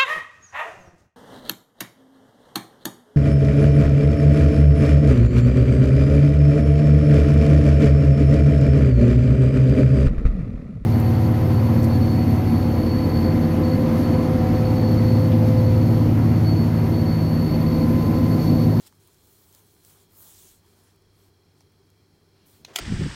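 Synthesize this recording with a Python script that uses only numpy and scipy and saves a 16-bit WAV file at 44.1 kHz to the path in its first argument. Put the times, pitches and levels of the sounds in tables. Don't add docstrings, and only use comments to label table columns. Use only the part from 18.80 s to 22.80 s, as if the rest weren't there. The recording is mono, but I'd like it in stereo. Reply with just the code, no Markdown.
import sys
import numpy as np
from scipy import signal
from scipy.fft import rfft, irfft, next_fast_len
from scipy.io import wavfile
from scipy.ndimage import map_coordinates

SR = 44100
rng = np.random.default_rng(int(sys.argv[2]) if len(sys.argv) > 2 else 0)


def materialize(psi):
    bounded = np.clip(np.atleast_2d(psi).T, -1, 1)
    quanta = np.round(bounded * 32767).astype(np.int16)
    wavfile.write(sys.argv[1], SR, quanta)


N = 176400


def cloth_strokes(slips_per_s=2500, slip_share=0.37, catches_per_s=60, flutter_db=0.27):
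    # start_s, rise_s, hold_s, release_s, level_db, tilt_db_per_octave, swish_hz,
    # rub_re_hiss_db
    strokes = [(-.03, .02, 0.08, 0.046, -59, -4.5, 7600, -7),
               (0.057, .013, .003, 0.014, -50, -5, 8000, -15),
               (0.066, 0.021, .08, .05, -67.5, 1, 7500, -19), (0.181, .03, 0.07, 0.21, -64, -2, 8500, -8.5),
               (0.308, 0.19, .19, .13, -59.5, 0.5, 14000, -14),
               (.712, 0.034, 0.031, 0.084, -58, 1.5, 8200, -9.5),
               (0.78, 0.083, 0.13, 0.12, -63.5, 0.3, 12000, -14),
               (1, .075, 0.028, 0.078, -55, -0.1, 12400, -13.5),
               (1.112, .05, 0.046, 0.09, -61, -1.5, 8500, -9.5),
               (1.255, 0.09, .04, 0.054, -60, 0.5, 13000, -9.5),
               (1.326, .095, 0.026, 0.12, -48, 4, 12100, -16.5),
               (1.41, 0.094, 0.12, .23, -52.5, -1, 7160, -17),
               (1.784, 0.093, 0.021, .12, -66.5, -2, 8500, -4),
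               (1.917, 0.08, 0.032, 0.2, -66.5, -3, 9000, -4),
               (2.278, 0.14, .04, .08, -67.5, -2, 12900, -6.5),
               (2.74, 0.046, 0.026, .05, -73.5, -3, 8000, -4),
               (3.648, 0.024, 0.013, 0.072, -58.5, 3, 14000, -15),
               (3.674, 0.056, 0.037, 0.11, -63, -1.5, 14000, -14)]
    # frequency_hz, level_db
    weave = [(500, -27), (1500, -15), (2600, -10.5), (3250, -2), (4800, -6), (5800, -1.5), (8300, 0),
             (10700, -1), (13800, 0.5), (16000, 1)]
    # frequency_hz, level_db
    rub = [(150, -2.5), (400, -0.5), (650, -1), (950, 0.5), (1500, -3.5), (2500, -12), (5000, -9),
           (12000, -45)]
    out = np.zeros(N)
    for start, rise, hold, release, db, tilt_db, swish_hz, rub_db in strokes:
        catches = pops(catches_per_s) * amp(10 + 3.5 * rng.standard_normal(N))
        slips = np.sqrt(slip_share) * unit(pops(slips_per_s))
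        sliding = np.sqrt(1 - slip_share) * rng.standard_normal(N)
        hiss = coloured(swish(slips + sliding + catches, swish_hz), weave, tilt_db)
        out += amp(db) * swell(start, rise, hold, release) * (hiss + amp(rub_db) * noise(rub))
    return out * amp(flutter_db * wobble(54))


def swish(x, centre_hz, lift_db=1.5, sigma_octaves=0.38):
    octaves = np.log2((np.fft.rfftfreq(N, 1 / SR) + 1) / centre_hz)
    return irfft(rfft(x) * amp(lift_db * np.exp(-.5 * (octaves / sigma_octaves) ** 2)), N)


def shifting_contact(x, depth_db=1.9, patch_hz=892, patch_s=.04, size=512):
    hz, t, spectrum = signal.stft(x, SR, nperseg=size)
    grid = np.meshgrid(hz / patch_hz, t / patch_s, indexing='ij')
    patches = map_coordinates(rng.standard_normal((size, size)), grid, mode='wrap')
    return signal.istft(spectrum * amp(depth_db * patches), SR, nperseg=size)[1][:N]


def crease_ticks():
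    # time_s, level_db, tilt_db_per_octave
    creases = [(0.072, -46.5, -3), (.1248, -58, -3), (0.151, -57, -1), (0.201, -56, 5), (0.2748, -46, 3.5),
               (0.345, -54, 0), (.727, -48.5, 4), (.749, -40, -1), (1.0495, -42.5, -2), (2.161, -53, 9),
               (2.222, -61, 0), (2.654, -68, 11), (2.807, -49.5, -7), (2.815, -60, -5), (2.921, -59, 7),
               (3.1024, -55, 2)]
    # frequency_hz, level_db
    snap = [(500, -19), (3000, -19), (5500, 4), (8500, 5), (12000, 0.5), (16000, 0)]
    return sum(amp(db) * blow(start, .0002, t60_s=0.0066) * noise(snap, tilt_db)
               for start, db, tilt_db in creases)


def fingertip_taps(width_hz=350, ring_db=11):
    # time_s, level_db, ring_hz
    landings = [(0.1243, -54.5, 1050), (0.75, -61, 750), (.964, -56, 1100), (2.808, -57, 646)]
    # frequency_hz, level_db
    tap = [(150, -8), (500, -2), (1300, -1.5), (3000, -7), (6000, -10), (12000, -33)]
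    out = np.zeros(N)
    for start, db, hz in landings:
        tone = coloured(resonant(rng.standard_normal(N), [(hz, width_hz, ring_db)]), tap)
        out += amp(db) * blow(start, 0.0014, t60_s=0.013) * tone
    return out


def case_click(start_s=3.8465, rise_s=0.0033, tail_db=-17):
    # frequency_hz, level_db
    click = [(200, -20), (750, -6.5), (1400, -11.5), (2700, -3), (3600, 0), (4100, -3), (4900, -6),
             (6000, -2), (6750, -5), (7300, -17), (10500, -16.5), (16000, -21)]
    # pitch_hz, level_db, t60_s
    pings = [(4110, -35, .012), (6670, -40.5, .011)]
    envelope = blow(start_s, rise_s, t60_s=.011) + amp(tail_db) * blow(start_s, rise_s, t60_s=0.2)
    return amp(-37) * envelope * noise(click) + ring(start_s, rise_s, pings)


def grip_scuffs():
    # start_s, rise_s, hold_s, release_s, level_db, tilt_db_per_octave
    scuffs = [(3.79, 0.013, 0.054, 0.037, -59, -7.5), (3.87, .016, 0.023, 0.041, -53, .5),
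              (3.904, 0.0046, 0.012, 0.018, -50, -3), (3.926, 0.015, 0.017, .03, -50.5, 2)]
    # frequency_hz, level_db
    grip = [(80, -10), (150, 3.5), (450, 4.5), (1400, -3), (2500, -8.5), (4000, -11), (6800, -16),
            (8000, -21), (16000, -35)]
    return sum(amp(db) * swell(*timing) * noise(grip, tilt_db, pivot_hz=3000)
               for *timing, db, tilt_db in scuffs)


def case_knocks(rattle_db=-12.5, rattle_t60_s=0.22):
    # time_s, rise_s, hold_s, level_db, tilt_db_per_octave, t60_s, thud_db
    impacts = [(3.9562, 0.0008, 0.00088, -35.5, 5.5, .02, -63),
               (3.959, 0.00068, 0.0018, -20, 0.75, 0.021, -39),
               (3.984, 0.0032, 0.0011, -25.5, -1, 0.027, -46),
               (3.990, .002, 0.00092, -36.5, -3.5, 0.04, -34.5)]
    # frequency_hz, level_db
    case_response = [(100, -20), (220, -22), (400, -2), (1200, -3.5), (2500, 0), (4300, 3.5), (5700, -3.5),
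                     (7500, -1), (9500, -3.5), (16000, -8)]
    # centre_hz, width_hz, lift_db
    case_modes = [(370, 160, 7.5), (730, 53, 7.5), (1008, 72, 9), (1373, 150, 10.5), (1974, 150, 10),
                  (2170, 85, 9.5), (2370, 380, 9.5), (2780, 60, 10), (3110, 156, 14), (4910, 660, 6.5),
                  (6480, 200, 11.5), (7440, 200, 6)]
    # pitch_hz, level_db, t60_s
    body_modes = [(378, -2.5, 0.12), (718, -2.5, 0.14)]
    out = np.zeros(N)
    for start, rise, hold, db, tilt_db, t60, thud_db in impacts:
        rattle = amp(rattle_db) * blow(start, rise, rattle_t60_s)
        envelope = np.hypot(blow(start, rise, t60, hold), rattle)
        ringing = resonant(rng.standard_normal(N), case_modes)
        clack = coloured(ringing, case_response, tilt_db, pivot_hz=3000)
        out += amp(db) * envelope * clack + amp(thud_db) * ring(start, rise, body_modes)
    return out


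def sleeve_rustle():
    # start_s, rise_s, hold_s, release_s, level_db
    reach = (3.5, 0.1, -0.1, -0.3, -68)
    # frequency_hz, level_db
    rustle = [(300, 11), (900, -2), (2000, -2), (4500, 0), (6500, -15), (16000, -25)]
    *timing, db = reach
    return amp(db) * swell(*timing) * noise(rustle)


def table_rumble():
    # start_s, rise_s, hold_s, release_s, level_db
    presses = [(1.5, 0.12, 0.13, .15, -70), (2.18, .08, .1, .08, -68.5)]
    # frequency_hz, level_db
    rumble = [(22, -8), (42, 0), (70, -7), (200, -32), (1000, -62)]
    return noise(rumble) * sum(amp(db) * swell(*timing) for *timing, db in presses)


def room(air_db=-63, hum_hz=98.1, hum_db=-66.5, waver_db=2, drift_rad=0.4):
    # frequency_hz, level_db
    air = [(20, -19), (42, -6), (56, -10.5), (75, 2), (95, -0.5), (120, -7), (155, -1), (230, -8),
           (400, -6.5), (520, -15.5), (1000, -18.5), (2000, -23.5), (2800, -27.5), (5500, -26), (6500, -29),
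           (12000, -33), (16000, -31.5)]
    # centre_hz, width_hz, level_db
    hiss_bands = [(393, 66, -72.5), (2346, 190, -86), (3260, 150, -81), (4160, 230, -78), (4570, 130, -83),
                  (5320, 570, -80.5), (10000, 110, -90)]
    hum = np.sqrt(2) * np.sin(2 * np.pi * hum_hz * clock() + drift_rad * wobble(10))
    out = amp(air_db) * noise(air) + amp(hum_db + waver_db * wobble(10)) * hum
    for hz, width, db in hiss_bands:
        band = irfft(rfft(rng.standard_normal(N)) * peak(hz, width), N)
        out += amp(db) * unit(band)
    return out


def amp(db):
    return 10 ** (np.asarray(db) / 20)


def unit(x):
    return x / np.sqrt(np.mean(x ** 2) + 1e-20)


def clock():
    return np.arange(N) / SR


def wobble(knots_per_s):
    return map_coordinates(rng.standard_normal(2048), [clock() * knots_per_s], mode='wrap')


def pops(per_s):
    return (rng.random(N) < per_s / SR) * rng.choice([-1, 1], N)


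def coloured(x, points, tilt_db=0, pivot_hz=8000):
    f = np.fft.rfftfreq(N, 1 / SR) + 1
    hz, db = np.transpose(points)
    curve_db = np.interp(np.log(f), np.log(hz), db)
    slope_db = tilt_db * np.log2(np.clip(f, hz[0], hz[-1]) / pivot_hz)
    low_cut = f / np.hypot(f, hz[0] / 2)
    return unit(irfft(rfft(x) * amp(curve_db + slope_db) * low_cut, N))


def noise(points, tilt_db=0, pivot_hz=8000):
    return coloured(rng.standard_normal(N), points, tilt_db, pivot_hz)


def peak(centre_hz, width_hz):
    f = np.fft.rfftfreq(N, 1 / SR)
    return 1 / (1 + ((f - centre_hz) / width_hz * 2) ** 2)


def resonant(x, modes):
    power = 1 + sum((amp(db) ** 2 - 1) * peak(hz, width) ** 2 for hz, width, db in modes)
    return irfft(rfft(x) * np.sqrt(np.abs(power)), N)


def swell(start, rise, hold, release):
    ramp = np.interp(clock(), start + np.cumsum(np.abs([0, rise, hold, release])), [0, 1, 1, 0])
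    return np.sin(ramp * np.pi / 2) ** 2


def blow(start, rise, t60_s, hold=0):
    t = clock() - start
    attack = np.clip(t / rise, 0, 1) ** 2
    return attack * np.exp(-np.log(1000) * np.clip((t - rise - hold) / t60_s, 0, 10))


def ring(start, rise, modes):
    t = clock() - start
    return sum(amp(db) * blow(start, rise, t60) * np.sin(2 * np.pi * hz * t) for hz, db, t60 in modes)


def scene():
    fabric = shifting_contact(cloth_strokes() + sleeve_rustle()) + crease_ticks()
    tabletop = fingertip_taps() + table_rumble()
    handling = case_click() + grip_scuffs() + case_knocks()
    return np.tile(fabric + tabletop + handling + room(), (2, 1))


def record(dry, top_hz=15850):
    padded = next_fast_len(N + SR // 2)
    passband = np.fft.rfftfreq(padded, 1 / SR) < top_hz
    return irfft(rfft(dry, padded) * passband, padded)[:, :N]


dry = scene()
out = record(dry)
materialize(out)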